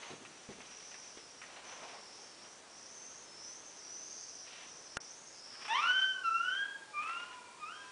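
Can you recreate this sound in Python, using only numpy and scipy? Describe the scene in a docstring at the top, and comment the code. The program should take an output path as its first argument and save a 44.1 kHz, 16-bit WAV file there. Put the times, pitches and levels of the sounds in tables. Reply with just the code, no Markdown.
"""A young dog lies on a living-room rug, over quiet room tone. From the start, thin airy whistles come and
go in its nose as it shuffles: fur drags, claws tap, paws and tail bump the floor. From about a second in,
the nostril jets now and then lock into clean squeaks. Near 5 s a small hard part clicks close by and the
treble dips briefly. Then air rushes through the muzzle and the dog breaks into four voiced whines that
each swoop up, fade and ring in the room."""
import sys
import numpy as np
from scipy import signal
from scipy.fft import rfft, irfft, next_fast_len
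from scipy.io import wavfile
from scipy.ndimage import uniform_filter1d

SR = 44100
rng = np.random.default_rng(int(sys.argv[2]) if len(sys.argv) > 2 else 0)


def digitize_waveform(pressure):
    """Quantize a signal to 16-bit integers and store it at the path in sys.argv[1].

    Rows of a 2-D input are taken as channels; values are limited to [-1, 1].
    """
    field = np.atleast_2d(pressure).T
    bounded = np.clip(field, -1, 1)
    quanta = np.round(bounded * 32767).astype(np.int16)
    wavfile.write(sys.argv[1], SR, quanta)


N = 348900
T = np.arange(N) / SR


def undb(db):
    """Decibels to gain."""
    return 10 ** (np.asarray(db) / 20)


def unit(x):
    """Scale to rms 1."""
    return x / np.sqrt(np.mean(x ** 2))


def colour(x, points):
    """EQ by a curve of (f/Hz, level/dB) points that rolls off beyond its ends."""
    hz, db = np.transpose(points)
    f = np.maximum(np.arange(len(x) // 2 + 1) * SR / len(x), 1)
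    skirts = np.minimum(1, f / hz[0]) ** 2 * np.minimum(1, hz[-1] / f) ** 2
    return irfft(rfft(x) * skirts * undb(np.interp(np.log(f), np.log(hz), db)), len(x))


def noise(points):
    """Coloured noise of rms 1."""
    return unit(colour(rng.standard_normal(N), points))


def wander(rate_hz, size=N):
    """Smooth random modulator of rms 1 that rolls off above the given rate."""
    n = next_fast_len(size, True)
    f = np.arange(n // 2 + 1) * SR / n
    lowpass = np.exp(-.5 * (f / rate_hz) ** 2)
    return unit(irfft(rfft(rng.standard_normal(n)) * lowpass, n)[:size])


def flutter(width_hz):
    """Random amplitude and phase that smear a tone over a narrow band."""
    return wander(width_hz) + 1j * wander(width_hz)


def turn(hz):
    """Phase of an oscillator that follows a pitch curve."""
    return 2 * np.pi * np.cumsum(hz) / SR


def swell(start, length, shape):
    """One arch: its samples, progress (0 to 1) and strength; a lower shape flattens the top."""
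    on = slice(*np.searchsorted(T, [start, start + length]))
    progress = np.clip((T[on] - start) / length, 0, 1)
    return on, progress, np.sin(np.pi * progress) ** shape


def strikes(hits, t60, rise=.0005):
    """Envelope of (t/s, level/dB) hits: fast attack, exponential decay."""
    return sum(undb(db - 60 * np.maximum(T - start, 0) / t60) * np.clip((T - start) / rise, 0, 1)
               for start, db in hits)


# Spectra of the low room bed and the hiss above it: f/Hz, level/dB
BED_EQ = [(18, -51.5), (30, -18.5), (392, -2), (548, -2.5), (691, -3), (818, -3.5), (890, -3.5), (1270, -5),
          (2500, -9), (4320, -10.5), (4600, -9), (5980, -40.5), (10100, -120)]
HISS_EQ = [(3500, -23.5), (4600, -4.5), (7000, -1.5), (9900, -6)]
def room_tone(bed_db=-58.5, drift_db=.3, hiss_db=-62.5):
    """A quiet, slowly drifting bed under a steady hiss."""
    return noise(BED_EQ) * undb(bed_db + drift_db * wander(.9)) + noise(HISS_EQ) * undb(hiss_db)


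# Airy nose whistles: t/s, length/s, first f/Hz, last f/Hz, level/dB
WHISTLES = [(-0.29, 0.62, 6100, 6510, -59), (0.209, 0.55, 5890, 5980, -61.5),
            (0.56, 0.75, 6025, 5790, -54.5), (1.1, 0.56, 5610, 5830, -60), (1.626, 0.2, 5890, 6170, -53),
            (1.679, 0.32, 5910, 5870, -57.5), (1.839, 0.54, 5460, 5420, -57.0),
            (2.1, 0.26, 6160, 6270, -61.5), (2.272, 0.38, 5140, 6290, -59.5), (2.63, 0.61, 5760, 5830, -56),
            (2.77, 0.64, 6060, 6490, -54.5), (3.335, 0.29, 5500, 6150, -49.5),
            (3.54, 0.29, 6330, 6060, -56), (3.732, 0.6, 5610, 6490, -49), (3.78, 0.67, 4720, 4820, -59),
            (4.13, 0.47, 5970, 5770, -53), (4.468, 0.57, 6030, 5780, -55.5), (4.831, 0.62, 5020, 7100, -53),
            (5.25, 0.81, 5280, 5700, -52.5), (5.94, 0.29, 5640, 5830, -59.5),
            (6.153, 0.51, 5500, 5850, -59.0), (6.701, 0.92, 5240, 5680, -67),
            (7.562, 0.42, 5140, 5910, -64.5)]
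# Resonance of the nose: f/Hz, level/dB
NOSE_EQ = [(4300, -5.5), (4900, 2), (6350, 2.5), (6750, -4), (7500, -19)]
def whistles(core_db=-6.5, halo_db=-3.8, side_db=-9, side_ratio=.885, waver=.016):
    """Turbulent nostril jets: a wavering tone in a halo of hiss, the other nostril lower and softer."""
    main = undb(core_db) * flutter(width_hz=107) + undb(halo_db) * flutter(width_hz=470)
    side = undb(side_db) * flutter(width_hz=450)
    wavering = 1 + waver * wander(24.96)
    jets = np.zeros(N)
    for start, length, first_hz, last_hz, db in WHISTLES:
        on, progress, strength = swell(start, length, shape=.68)
        phase = turn((first_hz + (last_hz - first_hz) * progress) * wavering[on])
        nostrils = main[on] * np.exp(1j * phase) + side[on] * np.exp(1j * side_ratio * phase)
        jets[on] += undb(db) * strength * nostrils.imag
    return colour(jets, NOSE_EQ)


# Fur strokes on the rug, plus a faint, dull swell of room tone from 2.5 to 3.2 s:
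# t/s, length/s, level/dB, brightness/dB
RUBS_AND_SWELL = [(-.12, 0.28, -51, 1.5), (0.087, 1.17, -62.5, 7.5), (1.424, .32, -55, -2),
                  (1.64, .37, -54, -7), (1.9, 0.42, -64, -2), (2.38, 0.11, -60, 3), (2.5, .7, -70, -14),
                  (4.431, 0.28, -56, 11)]
# Their dull and bright layers: f/Hz, level/dB
DULL_EQ = [(130, -18.5), (300, -11), (500, -4), (720, -0.5), (1050, -1), (1400, -6.5), (2800, -10.5)]
BRIGHT_EQ = [(900, -20), (1500, -3), (2700, 2), (4000, -2.5), (5000, -10), (9000, -21)]
def rubs_and_room_swell(scratch_db=2, bright_trim_db=-1):
    """Fur drags unevenly over the rug and the room tone swells once; brightness tilts the two layers."""
    dull, bright, out = noise(DULL_EQ), noise(BRIGHT_EQ), np.zeros(N)
    for start, length, db, tilt_db in RUBS_AND_SWELL:
        on, _, strength = swell(start, length, shape=.55)
        blend = dull[on] * undb(-tilt_db / 2) + bright[on] * undb(bright_trim_db + tilt_db / 2)
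        out[on] += undb(db) * strength * blend
    return out * undb(scratch_db * wander(45)) / np.sqrt(2)


# Light taps: t/s, level/dB
TAPS = [(.02, -50), (.25, -46), (.523, -53), (.603, -46.5), (.712, -51), (.912, -50), (.942, -46.5),
        (1.416, -43.5), (1.436, -50), (5.553, -52), (5.615, -45.5), (5.68, -40), (7.032, -44.5),
        (7.075, -47), (7.092, -46)]
# Their spectrum: f/Hz, level/dB
TAP_EQ = [(200, -12), (700, -8.5), (1300, 0.5), (2500, 2.5), (4000, -15.5), (9000, -18)]
def taps():
    """Claws and mouth make short, bright ticks."""
    return noise(TAP_EQ) * strikes(TAPS, t60=.073)


# Floor bumps: t/s, level/dB
BUMPS = [(.103, -41.5), (.128, -50.5), (.21, -53.5), (.488, -44), (.503, -53.5), (.585, -53), (1.82, -57)]
# Their spectrum: f/Hz, level/dB
BUMP_EQ = [(70, -25), (110, -7.5), (190, -0.5), (400, -0.5), (700, -10.5), (1500, -20), (4000, -24),
           (9000, -40)]
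def bumps():
    """Paws and tail land on the floor with dull thuds."""
    return noise(BUMP_EQ) * strikes(BUMPS, t60=.13)


# A single knock: t/s, level/dB
KNOCKS = [(1.172, -48)]
# Its spectrum: f/Hz, level/dB
KNOCK_EQ = [(250, -19), (380, 2.5), (480, -5), (650, -21), (2500, -9)]
def knock():
    """A hit with one narrow low-mid peak that makes it sound hollow."""
    return noise(KNOCK_EQ) * strikes(KNOCKS, t60=.13)


# Clean nose squeaks: t/s, length/s, first f/Hz, last f/Hz, level/dB
SQUEAKS = [(1.2, 0.078, 5200, 5230, -56), (1.664, 0.16, 5940, 6020, -61), (2.9, .23, 6030, 6300, -51),
           (3.223, 0.34, 5234, 5280, -53.5), (3.411, 0.17, 5810, 6300, -49), (3.823, 0.29, 5700, 6340, -47),
           (5.13, 0.15, 6800, 6720, -61)]
def squeaks(waver=.007):
    """A nostril jet locks into a clean tone. Gives the sound and the depth of the lock, 0 to 1."""
    out, locked = np.zeros((2, N))
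    wavering = 1 + waver * wander(100)
    for start, length, first_hz, last_hz, db in SQUEAKS:
        on, progress, strength = swell(start, length, shape=.6)
        phase = turn((first_hz + (last_hz - first_hz) * progress) * wavering[on])
        out[on] += undb(db) * strength * np.sin(phase)
        locked[on] = np.maximum(locked[on], strength)
    return out, locked


# Contacts that fuse into one click: t/s, level/dB
CONTACTS = [(4.9703, -24.5), (4.9689, -29), (4.9727, -47)]
# Modes of the struck part: f/Hz, level/dB, t60/s
CLICK_MODES = [(189, -18.5, 0.014), (1435, -11.5, 0.034), (1600, -10.5, 0.022), (2700, -6, 0.0079),
               (4500, -10.5, 0.009)]
def click(crack_db=-5.5):
    """Three contacts within four milliseconds crack and briefly ring a small hard part."""
    crack = noise([(200, 1), (3000, -.5), (6000, -3), (10000, -7)])
    out = undb(crack_db) * crack * strikes(CONTACTS, t60=.0096, rise=.00039)
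    t = T[:SR // 10]
    ring = sum(undb(db - 60 * t / t60) * np.sin(2 * np.pi * hz * t) for hz, db, t60 in CLICK_MODES)
    for start, db in CONTACTS:
        first = int(start * SR)
        out[first:first + len(t)] += undb(db) * ring
    return out


def treble_dip(x, start=4.976, end=5.002, depth_db=-43, above_hz=2370):
    """The top end ducks for a moment just after the click."""
    dip = uniform_filter1d(((T > start) & (T < end)) * 1., SR // 300)
    treble = signal.sosfiltfilt(signal.butter(4, above_hz, "high", fs=SR, output="sos"), x)
    return x - treble * (1 - undb(depth_db * dip))


# Rushes of air around the whines: t/s, length/s, level/dB
BREATHS = [(5.42, .43, -55.5), (5.64, .48, -50.5), (6.34, .42, -59.5), (6.902, .55, -54.5),
           (7.64, 0.76, -61)]
def breath(flicker_db=4):
    """Air rushes through the resonances of the muzzle."""
    muzzle_eq = [(400, -13), (800, -7.5), (1200, -1.5), (1900, -6),
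                 (2700, -4.5), (3600, -9.5), (4800, -19), (9000, -27.5)]
    flow = np.zeros(N)
    for start, length, db in BREATHS:
        on, _, strength = swell(start, length, shape=1.2)
        flow[on] += undb(db) * strength
    return noise(muzzle_eq) * flow * undb(flicker_db * wander(45))


# Voiced whines: t/s, length/s, low f/Hz, high f/Hz, swoop centre after onset/s, swoop time constant/s,
# level/dB, hold/s, fade/(dB/s), 2nd and 3rd harmonic level/dB re the fundamental
WHINES = [(5.681, 0.55, 616, 1566, 0.094, 0.051, -34.5, .36, 75, -6.5, -15),
          (6.23, .66, 1208, 1687, .217, .097, -37.5, .38, 95, -10.5, -27.5),
          (6.927, .64, 945, 1446, .081, .071, -43.5, .21, 70, -4.5, -37),
          (7.59, .4, 1127, 1638, 0.11, .027, -49, 0.051, 45, -6.5, -25)]
def whine(row, jitter=.0048, flutter_db=2.3, rasp=.085, glide_rasp=.064):
    """A near-pure falsetto swoops up, holds and fades, rasping on fast glides: samples, sound, phase."""
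    start, length, low_hz, high_hz, swoop_at, swoop_s, db, hold, fade_rate, second_db, third_db = row
    mouth_hz, mouth_width_hz, mouth_db = 3110, 220, 7  # lifts an overtone gliding through it
    accent_db, pressed_db, accent_s = 5.5, 9, .085  # the opening push is louder and richer
    dulling, ramp_s = .3, .04  # extra overtone loss per dB of fade; attack and release
    on = slice(*np.searchsorted(T, [start, start + length]))
    t = T[on] - start
    faded_db = fade_rate * np.maximum(t - hold, 0)
    push = np.exp(-(t / accent_s) ** 2)

    hz = low_hz + (high_hz - low_hz) * (1 + np.tanh((t - swoop_at) / (2 * swoop_s))) / 2
    hz *= 1 + .135 * np.exp(-t / .043) - .0822 * np.exp((t - length) / .095)  # starts sharp, ends flat
    gliding = np.clip(np.abs(np.gradient(hz)) * SR / 3500, 0, 1)  # full at 3500 Hz per second
    phase = turn(hz * (1 + jitter * (1 + gliding) * wander(55, size=SR)[:len(t)]))

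    tone = np.sin(phase)
    upper_db = third_db + pressed_db * push
    for k, partial_db in enumerate([second_db, upper_db, upper_db - 3.5], 2):
        lift_db = mouth_db / (1 + (2 * (k * hz - mouth_hz) / mouth_width_hz) ** 2)
        tone += undb(partial_db + lift_db - dulling * faded_db) * np.sin(k * phase)

    grain = 1 + (rasp + glide_rasp * gliding) * wander(190, size=SR)[:len(t)]
    effort_db = db + accent_db * push - faded_db + flutter_db * wander(25, size=SR)[:len(t)]
    gate = np.clip(np.minimum(t, length - t) / ramp_s, 0, 1)
    return on, np.sqrt(2) * tone * grain * undb(effort_db) * gate, phase


# Weak second tones under the whines: t/s, length/s, first f/Hz, last f/Hz, level/dB
UNDERTONES = [(6.115, .17, 1128, 1059, -56), (6.621, .34, 983, 827, -61), (7.003, 0.6, 1072, 950, -51.5),
              (7.515, 0.089, 1029, 1030, -56), (7.73, 0.29, 1007, 1005, -56.5)]
def undertones(whine_phase, jitter=.022, sum_tone_db=-10):
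    """A second, shakier throat oscillation modulates the whine, adding a tone at their summed pitch."""
    out = np.zeros(N)
    wavering = 1 + jitter * wander(100)
    for start, length, first_hz, last_hz, db in UNDERTONES:
        on, progress, strength = swell(start, length, shape=.58)
        phase = turn((first_hz + (last_hz - first_hz) * progress) * wavering[on])
        sum_tone = undb(sum_tone_db) * np.sin(phase + whine_phase[on])
        out[on] += undb(db) * strength * (np.sin(phase) + sum_tone)
    return out


# Resonance of the throat: f/Hz, level/dB
THROAT_EQ = [(500, -1.5), (3500, 0.5), (4600, -12), (5200, -4), (7000, -21.5)]
def voice():
    """The whines and their undertones, coloured by the throat."""
    out, phase = np.zeros((2, N))
    for row in WHINES:
        on, sound, whine_phase = whine(row)
        out[on] += sound
        phase[on] = whine_phase
    return colour(out + undertones(phase), THROAT_EQ)


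# Reverb time of the living room: f/Hz, t60/s
ROOM_DECAY = [(150, 0.72), (700, 0.48), (1500, 0.56), (3000, 0.37), (7000, 0.29)]
def room(x, wet_db):
    """Direct sound plus dense reflections that die band by band, mixed at constant power."""
    t = T[:SR]
    f = np.maximum(np.arange(SR // 2 + 1), 1)
    hz, t60s = np.transpose(ROOM_DECAY)
    scatter = rfft(rng.standard_normal(SR))
    tail = np.zeros(SR)
    for weights, t60 in zip(np.eye(len(hz)), t60s):
        band = irfft(scatter * np.interp(np.log(f), np.log(hz), weights), SR)
        tail += band * undb(-60 * t / t60)
    tail *= np.clip(t / .0075, 0, 1)
    response = undb(wet_db) * tail / np.sqrt(np.sum(tail ** 2))
    response[0] += 1  # direct path
    return signal.fftconvolve(x, response)[:N] / np.sqrt(1 + undb(2 * wet_db))


def scene(duck_db=-5):
    """Mono mix: three reverb sends over room tone, the close click dry on top."""
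    whining = room(voice(), wet_db=-4.5)
    airy = whistles()
    clean, locked = squeaks()
    nose = room(airy * undb(duck_db * locked) + clean, wet_db=-10)  # the hiss thins as a jet locks
    foley = room(breath() + rubs_and_room_swell() + bumps() + knock() + taps(), wet_db=-7)
    return (treble_dip(whining + nose + foley + room_tone()) + click())[None]


def record(dry, top_hz=10050):
    """A steep high cut on the whole mix."""
    return signal.sosfilt(signal.ellip(12, .2, 70, top_hz, fs=SR, output="sos"), dry)


dry = scene()
out = record(dry)
digitize_waveform(out)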